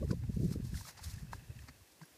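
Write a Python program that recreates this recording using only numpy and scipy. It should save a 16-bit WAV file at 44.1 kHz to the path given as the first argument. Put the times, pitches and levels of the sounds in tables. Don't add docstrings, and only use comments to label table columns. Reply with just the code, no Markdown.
import sys
import numpy as np
from scipy import signal
from scipy.fft import rfft, irfft, next_fast_len
from scipy.io import wavfile
from scipy.ndimage import map_coordinates

SR = 44100
rng = np.random.default_rng(int(sys.argv[2]) if len(sys.argv) > 2 else 0)


def invert_db(level):
    return 10 ** (np.asarray(level, dtype=float) / 20)


def store_pcm(level_fs):
    pcm = np.round(np.clip(level_fs, -1, 1) * 32767).astype(np.int16)
    wavfile.write(sys.argv[1], SR, np.atleast_2d(pcm).T)


N = 95961

# pitch_hz, level_db
FOREST_COLOUR = [(24, -26), (70, -9), (300, .5), (900, -6), (1300, -10), (1700, -7), (3000, -10),
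                 (5000, -9), (15100, -14)]
# time_s, level_db
WIND_STRENGTH = [(0, -39), (.07, -42), (.19, -47), (.28, -46), (.45, -43), (.6, -46), (.79, -50),
                 (.87, -62), (.95, -66), (1.05, -54), (1.33, -51), (1.42, -55), (1.5, -55), (1.65, -57),
                 (1.75, -67), (1.9, -82), (2.18, -82)]
# pitch_hz, level_db
RUMBLE_COLOUR = [(15, -42), (30, -11), (62, 2.5), (110, -1), (240, -17), (350, -36), (700, -120)]
# pitch_hz, level_db
FLUTTER_COLOUR = [(120, -30), (270, 0), (450, -7), (650, -22), (820, -40), (1500, -120)]
# centre_s, level_db, spread_s
FLUTTER_BURSTS = [(.03, -42, .012), (.046, -46, .005), (.114, -41, .009), (.132, -41, .006),
                  (.228, -58, .008), (.298, -44, .004), (.374, -48, .006), (.404, -44, .006),
                  (.44, -44, .015), (.49, -54, .012), (.516, -48, .005), (.56, -45, .005),
                  (.582, -55, .005), (.602, -54, .005), (.65, -53, .005), (.735, -63, .008),
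                  (1.231, -66, .005), (1.355, -60, .01), (1.505, -64, .01)]
# centre_s, level_db, pitch_hz, length_s
PULLS = [(.021, -34, 230, .008), (.031, -39, 560, .009), (.038, -35, 150, .009), (.05, -30, 95, .013),
         (.079, -35, 120, .011), (.093, -31, 115, .011), (.111, -29, 140, .009), (.1215, -34, 200, .008),
         (.131, -39, 500, .011), (.1333, -36, 200, .008), (.2, -41, 95, .016), (.226, -40, 100, .01),
         (.2437, -35, 125, .02), (.272, -37, 100, .013), (.2986, -31, 185, .009), (.342, -39, 105, .012),
         (.3729, -27, 165, .009), (.3951, -35, 130, .011), (.4041, -28, 140, .009), (.4214, -34, 100, .01),
         (.4342, -27, 125, .009), (.4536, -27, 178, .017), (.4826, -36, 120, .012), (.4918, -32, 116, .01),
         (.5159, -28.5, 170, .009), (.5377, -35, 130, .01), (.5585, -33, 170, .008),
         (.6019, -33, 190, .008), (.6331, -38, 106, .013), (.65, -35, 123, .009), (.6729, -39, 110, .014),
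         (.701, -41, 100, .011), (.7342, -39, 165, .014), (.752, -44, 75, .015), (.818, -44, 105, .012),
         (.85, -55, 120, .015), (.888, -55, 154, .011), (.97, -60, 100, .02), (1.024, -49, 83, .014),
         (1.0717, -39, 77, .026), (1.175, -50, 100, .012), (1.2487, -46, 150, .011),
         (1.2943, -45, 120, .02), (1.322, -46, 70, .015), (1.355, -46, 90, .013), (1.43, -53, 140, .02),
         (1.642, -49, 85, .011), (1.695, -55, 255, .016), (1.822, -57, 89, .019), (2.0273, -48, 155, .017)]
# centre_s, level_db, pitch_hz, length_s
PUSHES_OUT = [
    (.1472, -33, 125, .009),
    (.17, -40, 80, .012),
    (.1145, -29.5, 150, .008),
    (.4612, -31, 95, .009),
    (.5765, -33, 85, .014),
    (1.141, -37.5, 80, .011),
    (1.2317, -37, 120, .009),
    (1.5029, -40, 100, .012),
]
# pitch_hz, width_hz, level_db
PACK_RESONANCES = [(1700, 300, -1), (2000, 200, -4), (2620, 150, 1.5)]
# time_s, level_db
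PACK_CLOSENESS = [(0, -80), (.45, -76), (1.0, -73), (1.25, -75), (1.55, -72), (1.75, -78), (2.18, -81)]
# start_s, peak_db, pitch_hz, t60_s, overtones_db
PEBBLE_HITS = [(.095, -53, 1300, .015, -3), (.106, -40, 1480, .03, -15), (.11, -42, 1090, .025, -10),
               (.112, -44, 4900, .015, -15), (.117, -48, 2500, .01, -8), (.236, -52, 830, .03, -6),
               (.523, -50, 1500, .015, 0), (.539, -47, 1300, .015, 0), (.743, -41, 1650, .018, -6),
               (.753, -47, 1450, .02, -6), (.774, -41, 2000, .015, -3), (.810, -43, 950, .02, 0),
               (.852, -44, 1250, .02, -3), (.870, -41, 1100, .008, 0), (.95, -54, 850, .02, 0),
               (.992, -46, 850, .025, -6), (1.029, -47, 1500, .012, 3), (1.18, -53, 1750, .04, -15),
               (1.27, -48, 1500, .009, -10), (1.3318, -25.5, 960, .011, -1), (1.332, -36, 1300, .012, -12),
               (1.335, -42, 1650, .025, -10), (1.564, -53, 4500, .006, 0), (1.589, -52, 2560, .025, -4),
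               (1.59, -49, 1800, .02, 0), (1.685, -47, 2150, .015, -8), (1.686, -49, 800, .015, -3),
               (1.689, -47, 1030, .015, 0), (1.6875, -51, 4700, .012, 0), (1.692, -48, 1900, .015, -10),
               (1.81, -60, 1100, .02, -5), (2.0147, -41, 1000, .013, -8), (2.015, -49, 2090, .015, -10),
               (2.018, -52, 1600, .015, -8), (2.033, -49, 1600, .025, -12), (2.054, -49, 10300, .012, 10),
               (2.056, -60, 5600, .03, -20)]
# pitch_ratio, level_db, share_of_t60
PEBBLE_OVERTONES = [(1.7, -5, .8), (4.35, -8, .4), (7.2, -12, .35)]
# peak_s, grass_db, grit_over_grass_db, rise_s, fall_s (both per 10 dB)
STRIDES = [(.10, -63, -5, .09, .06), (.113, -48, -5, .007, .006), (.238, -72, 12, .006, .008),
           (.345, -65, -8, .03, .04), (.45, -63, -12, .12, .06), (.53, -53, -9, .045, .02),
           (.655, -60, -12, .03, .07), (.775, -53, -9, .05, .04), (.8, -53.5, -13, .03, .05),
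           (.855, -57, -11, .03, .04), (.89, -50, -3, .022, .022), (.975, -59, -2, .01, .04),
           (.995, -65, 7, .012, .015), (1.043, -49.5, -9, .02, .035), (1.10, -54, -8, .04, .04),
           (1.14, -59, -9, .03, .04), (1.2, -64, -3, .04, .06), (1.335, -58, -2, .017, .04),
           (1.62, -67, -3, .06, .08), (1.688, -57.5, 4, .008, .009), (1.92, -68, -6, .017, .015),
           (2.016, -65, 1, .005, .025), (2.034, -64, -3, .006, .012)]
# pitch_hz, level_db
GRASS_COLOUR = [(1500, -35), (2900, -11), (4200, 0), (5400, .3), (7700, -3.5), (12700, -7), (15100, -12)]
# pitch_hz, level_db
STRIKE_COLOUR = [(2000, -30), (4800, 0), (8000, -10), (15100, -26)]
# pitch_hz, level_db
GRIT_COLOUR = [(210, -35), (450, -9), (970, -1), (1330, -4), (1890, .3), (2900, -11), (4200, -35),
               (7000, -120)]


def unit(x):
    return x / np.sqrt(np.mean(x ** 2) + 1e-20)


def curve(rows):
    s, level_db = np.transpose(rows)
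    return np.interp(np.arange(N) / SR, s, level_db)


def wobble(rate):
    knot = np.clip(np.arange(N) * rate / SR, 0, 398)
    return map_coordinates(rng.standard_normal(400), [knot])


def filtered(x, response):
    size = next_fast_len(N + SR // 2)
    spectrum = rfft(x, size) * response(np.fft.rfftfreq(size, 1 / SR))
    return irfft(spectrum, size)[:N]


def coloured(x, points):
    f, level_db = np.transpose(points)
    return unit(filtered(x, lambda hz: invert_db(np.interp(np.log(hz + 1), np.log(f + 1), level_db))))


def grains(count, spread_db):
    smooth_share = .4
    hit = rng.random(N) < count / SR
    size = invert_db(spread_db * np.clip(rng.standard_normal(N), -2, 2))
    clicks = hit * rng.choice([-1, 1], N) * size
    return np.sqrt(1 - smooth_share) * unit(clicks) + np.sqrt(smooth_share) * rng.standard_normal(N)


def forest():
    return invert_db(-65 + .6 * wobble(6)) * coloured(rng.standard_normal(N), FOREST_COLOUR)


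def wind():
    lump_rate = 30
    t = np.arange(N) / SR
    strength_db = curve(WIND_STRENGTH)
    rumble = coloured(rng.standard_normal(N), RUMBLE_COLOUR) * invert_db(strength_db + 4 * wobble(lump_rate))
    s, level_db, spread = np.transpose(FLUTTER_BURSTS)[:, :, None]
    bursts = (invert_db(level_db) * np.exp(-.5 * ((t - s) / spread) ** 2)).sum(0)
    bed = invert_db(strength_db - 27)
    flutter = coloured(rng.standard_normal(N), FLUTTER_COLOUR) * invert_db(1.5 * wobble(2 * lump_rate))
    return rumble + flutter * (bursts + bed)


def puffs():
    stretch, shortest_s, gain_db, edge_db = .55, .0065, 1.5, -17
    out, t = np.zeros(N), np.arange(N) / SR
    drift = .4 * wobble(45)
    for side, rows in ((-1, PULLS), (1, PUSHES_OUT)):
        for s, level_db, hz, length in rows:
            u = t - s
            spread = stretch * np.sqrt(abs(length ** 2 - shortest_s ** 2) + 1e-6)
            phase = 2 * np.pi * hz * u + drift - drift[round(s * SR)]
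            swing = np.cos(phase) + invert_db(edge_db) * np.cos(2 * phase)
            out += side * invert_db(level_db + gain_db) * swing * np.exp(-.5 * (u / spread) ** 2)
    return out


def trees(x):
    echo_t60, first_return_s = .07, .003
    t = np.arange(SR // 10) / SR
    tail = rng.standard_normal(len(t)) * invert_db(-60 * t / echo_t60) * (t > first_return_s)
    return signal.fftconvolve(x, tail / np.linalg.norm(tail))[:N]


def pack():
    def body(f):
        total = 0
        for k, (centre, width, level_db) in enumerate(PACK_RESONANCES):
            resonance = 1j * f * width / (centre ** 2 - f ** 2 + 1j * f * width)
            total = total + (-1) ** k * invert_db(level_db) * resonance
        return total

    rattle = unit(filtered(grains(count=600, spread_db=3), body))
    return rattle * invert_db(curve(PACK_CLOSENESS) + 2.5 * wobble(40))


def pebbles():
    attack_s, crack_db, crack_t60 = .0006, -17, .006
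    out, t = np.zeros(N + SR), np.arange(SR // 10) / SR
    for s, peak_db, hz, t60, bright_db in PEBBLE_HITS:
        ring = invert_db(-60 * t / t60) * np.sin(2 * np.pi * hz * t)
        for ratio, level_db, share in PEBBLE_OVERTONES:
            over_hz = hz * ratio * (1 + .02 * rng.standard_normal())
            over_db = bright_db + level_db + 1.5 * rng.standard_normal()
            if 2 * over_hz < SR:
                ring += invert_db(over_db - 60 * t / (share * t60)) * np.sin(2 * np.pi * over_hz * t)
        ring += invert_db(bright_db + crack_db - 60 * t / crack_t60) * rng.standard_normal(len(t))
        out[round(s * SR):][:len(t)] += invert_db(peak_db) * ring * (1 - np.exp(-t / attack_s))
    return out[:N]


def strides():
    clump_db, clump_rate = 1.6, 130
    t = np.arange(N) / SR
    s, grass_db, grit_db, rise, fall = np.transpose(STRIDES)[:, :, None]
    drop_db = 10 * np.where(t < s, (s - t) / rise, (t - s) / fall)
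    power = invert_db(2 * (grass_db - drop_db))
    sudden = rise < .016
    grass = coloured(grains(count=9000, spread_db=4), GRASS_COLOUR)
    strike = coloured(grains(count=9000, spread_db=4), STRIKE_COLOUR)
    grit = coloured(grains(count=1500, spread_db=5), GRIT_COLOUR) * invert_db(clump_db * wobble(clump_rate))
    hiss = np.sqrt((power * ~sudden).sum(0)) * grass + np.sqrt((power * sudden).sum(0)) * strike
    crunch = np.sqrt((power * invert_db(2 * grit_db)).sum(0)) * grit
    return hiss * invert_db(clump_db * wobble(clump_rate)) + crunch


def scene():
    stones = pebbles()
    background = forest() + wind() + puffs()
    runner = pack() + stones + invert_db(-23) * trees(stones) + strides()
    return (background + runner)[None]


def band_limit(x):
    return signal.sosfilt(signal.butter(12, 15280, fs=SR, output="sos"), x)


def record(dry):
    mix = filtered(dry[0], lambda hz: hz < 15300)[None]
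    return band_limit(mix)


dry = scene()
out = record(dry)
store_pcm(out)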